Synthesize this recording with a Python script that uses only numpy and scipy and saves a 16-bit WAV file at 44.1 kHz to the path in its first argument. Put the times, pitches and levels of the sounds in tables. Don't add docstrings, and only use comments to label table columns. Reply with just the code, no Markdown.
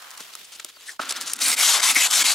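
import sys
import numpy as np
from scipy import signal
from scipy.fft import rfft, irfft
from scipy.io import wavfile
from scipy.ndimage import uniform_filter1d

SR = 44100
rng = np.random.default_rng(int(sys.argv[2]) if len(sys.argv) > 2 else 0)


def boost_factor(decibels):
    exponent = np.asarray(decibels, float) / 20
    return 10 ** exponent


def waveform_to_disk(signal):
    frames = np.transpose(np.atleast_2d(signal))
    scaled = np.clip(frames, -1, 1) * 32767
    samples = np.round(scaled).astype(np.int16)
    wavfile.write(sys.argv[1], SR, samples)


N = 103590
T = np.arange(N) / SR

# (start t/s, length/s, level/dB, rise/s, fall/s)
STROKES = [
    (1.395, 0.16, -19, 0.026, 0.015),
    (1.557, 0.25, -15.5, 0.055, 0.067),
    (1.794, 0.016, -15, 0.0097, 0.012),
    (1.807, 0.13, -15.5, 0.029, 0.028),
    (1.95, 0.13, -16.5, 0.012, 0.016),
    (2.076, 0.035, -32.5, 0.0071, 0.0062),
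    (1.929, 0.035, -27, 0.01, 0.005),
    (2.095, 0.14, -16, 0.036, 0.013),
    (2.233, 0.11, -16.5, 0.021, 0.023),
]
SANDING_S = STROKES[0][0]
# (t/s, level/dB)
REST = [
    (0.994, -39),
    (1.005, -39),
    (1.2, -40.5),
    (1.33, -46),
    (1.345, -49.5),
    (1.42, -45),
]
DRAG_START_S = REST[0][0]
# (f/Hz, likeness 0-1)
SAME = [(240, 1), (950, .88), (3770, .985), (15000, .8)]


def evened(x):
    return x / np.sqrt(np.mean(abs(x) ** 2) + 1e-20)


def read(points, hz):
    f, value = np.transpose(points)
    return np.interp(np.log(hz + 1), np.log(f + 1), value)


def colour(x, table):
    gain = boost_factor(read(table, np.fft.rfftfreq(N, 1 / SR)))
    return irfft(rfft(x) * evened(gain), N)


def resonate(x, hz, width_hz):
    r = np.exp(-np.pi * width_hz / SR)
    a = [1, -2 * r * np.cos(2 * np.pi * hz / SR), r * r]
    return signal.lfilter([1, 0, -1], a, x) * np.sqrt((1 - r * r) / 2)


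def band(x, hz, width_hz):
    return evened(resonate(resonate(x, hz, width_hz), hz, 2 * width_hz))


def grit(per_s, spread_db, patchy_db, bumpy_db):
    size = boost_factor(spread_db * np.minimum(rng.exponential(1, N), 5)) * rng.standard_normal(N)
    clicks = size * (rng.random(N) < per_s / SR)
    z = signal.stft(clicks, nperseg=256, noverlap=192)[2]
    patches = uniform_filter1d(rng.standard_normal(z.shape), size=5, axis=0)
    patches = evened(uniform_filter1d(patches, size=14, axis=1))
    bumps = evened(uniform_filter1d(rng.standard_normal(z.shape[1]), size=6))
    z = z * boost_factor(patchy_db * patches + bumpy_db * bumps)
    return evened(signal.istft(z, nperseg=256, noverlap=192)[1][:N])


def ports(x, same, tilt=0.73):
    # (f/Hz, level/dB)
    balance = [(200, .5), (600, 3), (3770, 3), (15000, -1)]
    # (f/Hz, phase/rad)
    lead = [(300, 0), (1210, .95), (1700, .3), (3000, .25), (16300, .8)]
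    hz = np.fft.rfftfreq(256, 1 / SR)
    z = signal.stft(x, nperseg=256, noverlap=192)[2]
    likeness = np.clip(read(same, hz), 0, 1)[:, None]
    scrambled = z * np.exp(2j * np.pi * rng.random(z.shape)) * 2.1
    half = boost_factor(tilt * (read(balance, hz) - 2.2)[:, None] / 2)
    turn = np.exp(0.5j * tilt * read(lead, hz))[:, None]
    shared = np.sqrt((1 + likeness) / 2) * z
    apart = np.sqrt((1 - likeness) / 2) * scrambled
    pair = np.array([(shared + apart) * half * turn, (shared - apart) / half / turn])
    bass_cut = signal.butter(4, 150, "high", fs=SR, output="sos")
    return signal.sosfilt(bass_cut, signal.istft(pair, nperseg=256, noverlap=192)[1][:, :N])


def panned(pair, db):
    return pair * np.array([boost_factor(db / 2), boost_factor(-db / 2)]).reshape(len(pair), -1)


def stroke_power():
    power = boost_factor(2 * -44) * (T > SANDING_S)
    for start, length, db, rise, fall in STROKES:
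        u, left = T - start, start + length - T
        edge = np.clip(u / rise, 0, 1) ** 1.03 * np.clip(left / fall, 0, 1) ** 0.97
        arch_db = -1.5 * np.sin(np.pi * np.clip(u / length, 0, 1))
        power = power + (edge * boost_factor(db + arch_db)) ** 2
    return power


def hole_ring():
    # (t/s, level/dB)
    crossings = [
        (1.46, -13),
        (1.565, -9),
        (1.795, -5),
        (1.87, -11),
        (1.95, 4),
        (2.0, -10),
        (2.255, -7),
    ]
    ring = np.zeros(N)
    for s, db in crossings:
        u = np.maximum(T - s, 0)
        ring += boost_factor(db) * (1 - np.exp(-u / 0.0023)) * np.exp(-u / 0.028)
    return ring


def sanding():
    # (t/s, place 0 = by the hole, 1 = left end)
    path = [
        (1.38, 0.66),
        (1.55, 0.29),
        (1.62, 0.71),
        (1.79, 0.96),
        (1.94, 0.53),
        (2.085, 0.85),
        (2.235, 0.61),
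        (2.35, 0.84),
    ]
    # (f/Hz, level/dB)
    by_hole = [(88, -58), (150, -17.5), (612, -9), (716, -5), (1940, -10), (2100, 3), (2700, -6.5),
               (7470, -3), (16000, -14)]
    # (f/Hz, level/dB)
    left_end = [(88, -66), (150, -104), (689, -14), (1340, -4.5), (1500, -4.5), (1790, -5.5), (7180, 0),
                (11700, -8), (16000, -37)]
    # (middle t/s, length/s, f/Hz, level/dB)
    bites = [(1.424, 0.0085, 4400, -2.5), (1.46, 0.0042, 4130, -1), (1.479, 0.051, 8440, -5.5),
             (1.53, 0.034, 4300, -14), (1.643, 0.028, 2920, -22), (1.686, 0.024, 6100, -14),
             (1.727, 0.034, 3500, -11), (1.896, 0.0084, 3170, -16), (2.039, 0.03, 6800, -11.5),
             (2.042, 0.025, 2650, -10), (2.156, 0.039, 3500, -14), (2.282, 0.032, 3760, -7.5),
             (2.284, 0.019, 7450, -12.5)]
    # (level/dB, level/dB)
    pan_db = (-1.4, 4.5)
    power, place = stroke_power(), np.clip(np.interp(T, *np.transpose(path)), 0, 1)
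    press = np.sqrt(power)
    drive = grit(20000, spread_db=1.6, patchy_db=1.2, bumpy_db=1.0)
    face = (1 - place) * colour(drive, by_hole) + place * colour(drive, left_end)
    panel = boost_factor(-17.5) * np.sqrt(place) * resonate(drive, 3120, 710)
    for s, length, hz, db in bites:
        panel = panel + boost_factor(db) * np.exp(-((T - s) / length) ** 2) * band(drive, hz, 0.33 * hz)
    rub = ringing(press * (face + panel))
    rub += press * hole_ring() * band(rng.standard_normal(N), 2120, 280)
    belly = boost_factor(-27.5) * place ** 11.1 * (T > SANDING_S) * evened(power ** 0.14)
    rub += belly * band(drive, 646, 1070)
    sway_db = 2.1 * evened(uniform_filter1d(rng.standard_normal(N), size=1800))
    boom = boost_factor(-51.5 - 12 * place + sway_db) * evened(power ** 0.34 + 0.55 * (T > 1))
    box = boom * band(drive, 262, 90)
    return panned(ports(rub + box, SAME), pan_db[0] + (pan_db[1] - pan_db[0]) * place)


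def ringing(x, count=24):
    t60, ring_db = 0.03, -9
    progress = (T - SANDING_S) / (T[-1] - SANDING_S)
    t = np.arange(round(t60 * SR)) / SR
    out, noise = np.zeros(N), rng.standard_normal((count, len(t)))
    for k in range(count):
        tail = noise[k] * boost_factor(-60 * t / t60)
        near = np.cos(np.pi / 2 * np.clip(abs(progress * (count - 1) - k), 0, 1))
        out += signal.oaconvolve(x * near, tail / np.linalg.norm(tail))[:N]
    return (x + boost_factor(ring_db) * out) / np.sqrt(1 + boost_factor(2 * ring_db))


def scuffs():
    # (start t/s, length/s, level/dB, brightness 0-1)
    rubs = [(0.112, 0.0061, -37, 1), (0.173, 0.015, -36.5, 1), (0.186, 0.078, -40.5, 0.7),
            (0.335, 0.0066, -34, 0.8), (0.439, 0.034, -46, 1), (0.514, 0.045, -37, 0.68),
            (.547, 0.024, -39.5, 0.8), (0.568, 0.02, -48, 0.3), (0.595, 0.015, -31, 0.38),
            (0.618, 0.027, -52, 0), (0.682, 0.038, -44, 0.53), (0.773, 0.17, -45.5, 0.53),
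            (0.856, 0.12, -37.5, 0.83), (1.007, 0.041, -31.5, 0.26), (1.027, 0.01, -39, 0.03),
            (1.045, 0.031, -39, 0.8), (1.088, 0.026, -23, 0.87), (1.104, 0.017, -21, 0.82),
            (1.121, 0.0088, -24, 0.6), (1.153, 0.044, -29, 0.42), (1.201, 0.056, -27.5, 0.69),
            (1.252, 0.069, -29.5, 0.74), (1.289, 0.087, -34, 1), (1.353, 0.03, -34, 0.9),
            (1.378, 0.029, -37, 0.4)]
    # (f/Hz, level/dB)
    dull_colour = [(300, -21.5), (1300, 2), (2100, 0), (3890, 6), (5250, -6), (16000, -19)]
    # (f/Hz, level/dB)
    bright_colour = [(180, -62), (300, -25.5), (2280, -18), (7200, -7.5), (10600, -14), (16000, -40)]
    # (middle t/s, length/s, f/Hz, width/Hz, level/dB)
    swish = (.892, .032, 1800, 450, -38.)
    drive = grit(11000, spread_db=2.5, patchy_db=-2.0, bumpy_db=-1.5)
    dull, bright, out = colour(drive, dull_colour), colour(drive, bright_colour), np.zeros(N)
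    for start, length, db, share in rubs:
        shape = np.sin(np.pi * np.clip((T - start) / length, 0, 1) ** 0.61) ** 2.4
        out += boost_factor(db) * shape * ((1 - share) * dull + share * bright)
    s, length, hz, width_hz, db = swish
    return out + boost_factor(db) * np.exp(-((T - s) / length * 2.2) ** 2) * band(drive, hz, width_hz)


def snaps():
    # (t/s, peak level/dB, f/Hz)
    cracks = [(.106, -27, 5200), (.3524, -17, 5100), (0.6469, -17, 6900), (1.3346, -5.5, 7900),
              (1.3907, -20, 5500), (1.948, -8, 7860), (2.107, -11, 5500), (0.205, -24, 2450),
              (0.209, -28, 2800), (0.211, -33, 3000), (1.0116, -29, 3970), (1.0292, -22, 3950),
              (1.1634, -22, 4800), (1.2122, -13, 6400), (1.277, -29, 5000), (1.366, -24, 6300),
              (1.412, -29, 3200), (1.4166, -12, 5500), (1.4605, -13, 4500), (1.4825, -4, 7950),
              (1.569, -22, 7800), (1.578, -36, 2480), (1.598, -9, 7900), (1.605, -33, 7900),
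              (1.83, -6, 4000), (1.9556, -14, 2980), (2.093, -30, 8900), (2.111, -6.5, 4950)]
    out, noise = np.zeros(N), rng.standard_normal(N)
    for s, db, hz in cracks:
        crack = (T > s) * boost_factor(-60 * np.maximum(T - s, 0) / 0.011) * noise
        crack[round(s * SR) + 1] += 3.2
        crack = resonate(crack, hz, 5000)
        out += boost_factor(db) * crack / abs(crack).max()
    return out


def paper():
    return panned(ports(scuffs() + snaps(), SAME), 1.8)


def knocks():
    # (t/s, level/dB, share of the low pitches)
    hits = [(0.207, -38, -0.027), (0.3522, -51, -0.63), (.649, -35.5, 0.047), (.768, -39, -0.035),
            (.986, -65, -0.038), (.9947, -11, 0.072), (.998, -25, -0.32), (0.9994, -21, -0.26),
            (1.031, -17, 0.4), (1.412, -29, .6), (1.965, -6.5, 0.95)]
    # (f/Hz, level/dB, time to fall 60 dB/s)
    modes = [(274, -16, 0.035), (406, -15, 0.027), (650, -5, 0.016), (970, -17, 0.027), (1105, -5, 0.024),
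             (1290, 1.5, 0.018), (1433, -15.5, 0.016)]
    out, shifts = np.zeros(N), rng.random((len(hits), len(modes)))
    for (s, db, low), row in zip(hits, shifts):
        u = np.maximum(T - s, 0)
        for (hz, mode_db, t60), shift in zip(modes, row):
            lean_db = -14 * low * np.log2(hz / modes[0][0]) + 2.0 * low
            ring = boost_factor(db + mode_db + lean_db - 60 * u / t60) * (1 - np.exp(-u * hz))
            out += ring * np.sin(2 * np.pi * hz * (0.985 + 0.068 * shift) * u)
    return out


def bumps():
    # (t/s, level/dB, f/Hz)
    thuds = [(.204, -38, 200), (.205, -41, 290), (.206, -40, 434), (.35, -44.5, 378), (.405, -54, 229),
             (.555, -48, 258), (.555, -57, 550), (.6, -54, 614), (.646, -38, 355), (.647, -44, 600),
             (.92, -52, 400), (.766, -52, 330), (.766, -54, 600), (.995, -34, 265)]
    out = np.zeros(N)
    for s, db, hz in thuds:
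        u = np.maximum(T - s, 0)
        out += boost_factor(db - 60 * u / 0.032) * (1 - np.exp(-u * hz)) * np.sin(2 * np.pi * hz * u)
    return out


def resting_sheet():
    # (f/Hz, level/dB)
    resting = [(100, -30), (500, -15), (950, -9), (1380, -1), (1950, -10), (4300, -9), (5700, -17),
               (16000, -34)]
    s, db = np.transpose(REST)
    drag = colour(grit(12000, spread_db=1.5, patchy_db=2.0, bumpy_db=0.3), resting)
    return (T > DRAG_START_S) * drag * boost_factor(np.interp(T, s, db) + 3.0)


def rumble():
    db = -71.5 + 5.5 * (T > SANDING_S) - 7.6 * (T < DRAG_START_S)
    return resonate(rng.standard_normal(N), 45, 87) * boost_factor(db)


def board():
    return panned(ports(knocks() + bumps() + resting_sheet(), SAME), 0.29) + rumble()


def bird():
    # (t/s, f/Hz, level/dB)
    song = [
        (.737, 4000, -63),
        (.746, 4550, -52),
        (.76, 4650, -51),
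        (.775, 4450, -53),
        (.785, 4100, -63),
    ]
    s, hz, db = np.transpose(song)
    wobble = 1 + 0.01 * evened(uniform_filter1d(rng.standard_normal(N), size=150))
    phase = 2 * np.pi * np.cumsum(np.interp(T, s, hz) * wobble) / SR
    chirp = boost_factor(np.interp(T, s, db, -140, -140)) * np.sin(phase)
    return panned(np.array([chirp, chirp]), 3.6)


def yard():
    # (t/s, brush level/dB, clothes level/dB)
    loudness = [(0, -44, -48.5), (.21, -44, -50), (.245, -43, -61), (.3, -44, -56), (.37, -44, -79),
                (.5, -47, -98), (.7, -47.5, -90), (.72, -51, -80), (.8, -49.5, -91), (.94, -46.5, -55),
                (.968, -54, -87), (.978, -63, -94), (.986, -62, -94), (0.998, -43.5, -94), (1.33, -43, -94),
                (1.342, -59, -101), (2.35, -56, -94)]
    # (f/Hz, level/dB)
    hiss = [(18, -60), (30, -33), (400, -10), (937, -9.5), (1430, -7), (2010, -5), (3140, -1), (16000, -14)]
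    # (f/Hz, likeness 0-1)
    same_yard = [(100, .97), (400, .75), (2400, .4)]
    s, db, low_db = np.transpose(loudness)
    drive = grit(20000, spread_db=-0.6, patchy_db=0.0, bumpy_db=-1.45)
    clothes = boost_factor(np.interp(T, s, low_db)) * band(drive, 950, 1000)
    brush = boost_factor(np.interp(T, s, db)) * colour(drive, hiss)
    return ports(brush + clothes, same_yard, tilt=0.14)


def scene():
    return sanding() + paper() + board() + bird() + yard()


def roll_off(x):
    return signal.sosfilt(signal.butter(12, 16680, fs=SR, output="sos"), x)


def record(dry):
    ceiling, fade_s, edge_hz = 0.75, 0.0037, 15800
    bass_cut = signal.butter(2, 300, "high", fs=SR, output="sos")
    shaved = signal.sosfiltfilt(bass_cut, dry - ceiling * np.tanh(dry / ceiling))
    soft = (dry - shaved) * np.clip((T[-1] - T) / fade_s, 0, 1)
    edge = signal.firwin(255, edge_hz, window=("kaiser", 8), fs=SR)
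    return roll_off(signal.oaconvolve(soft, edge[None], "same"))


dry = scene()
out = record(dry)
waveform_to_disk(out)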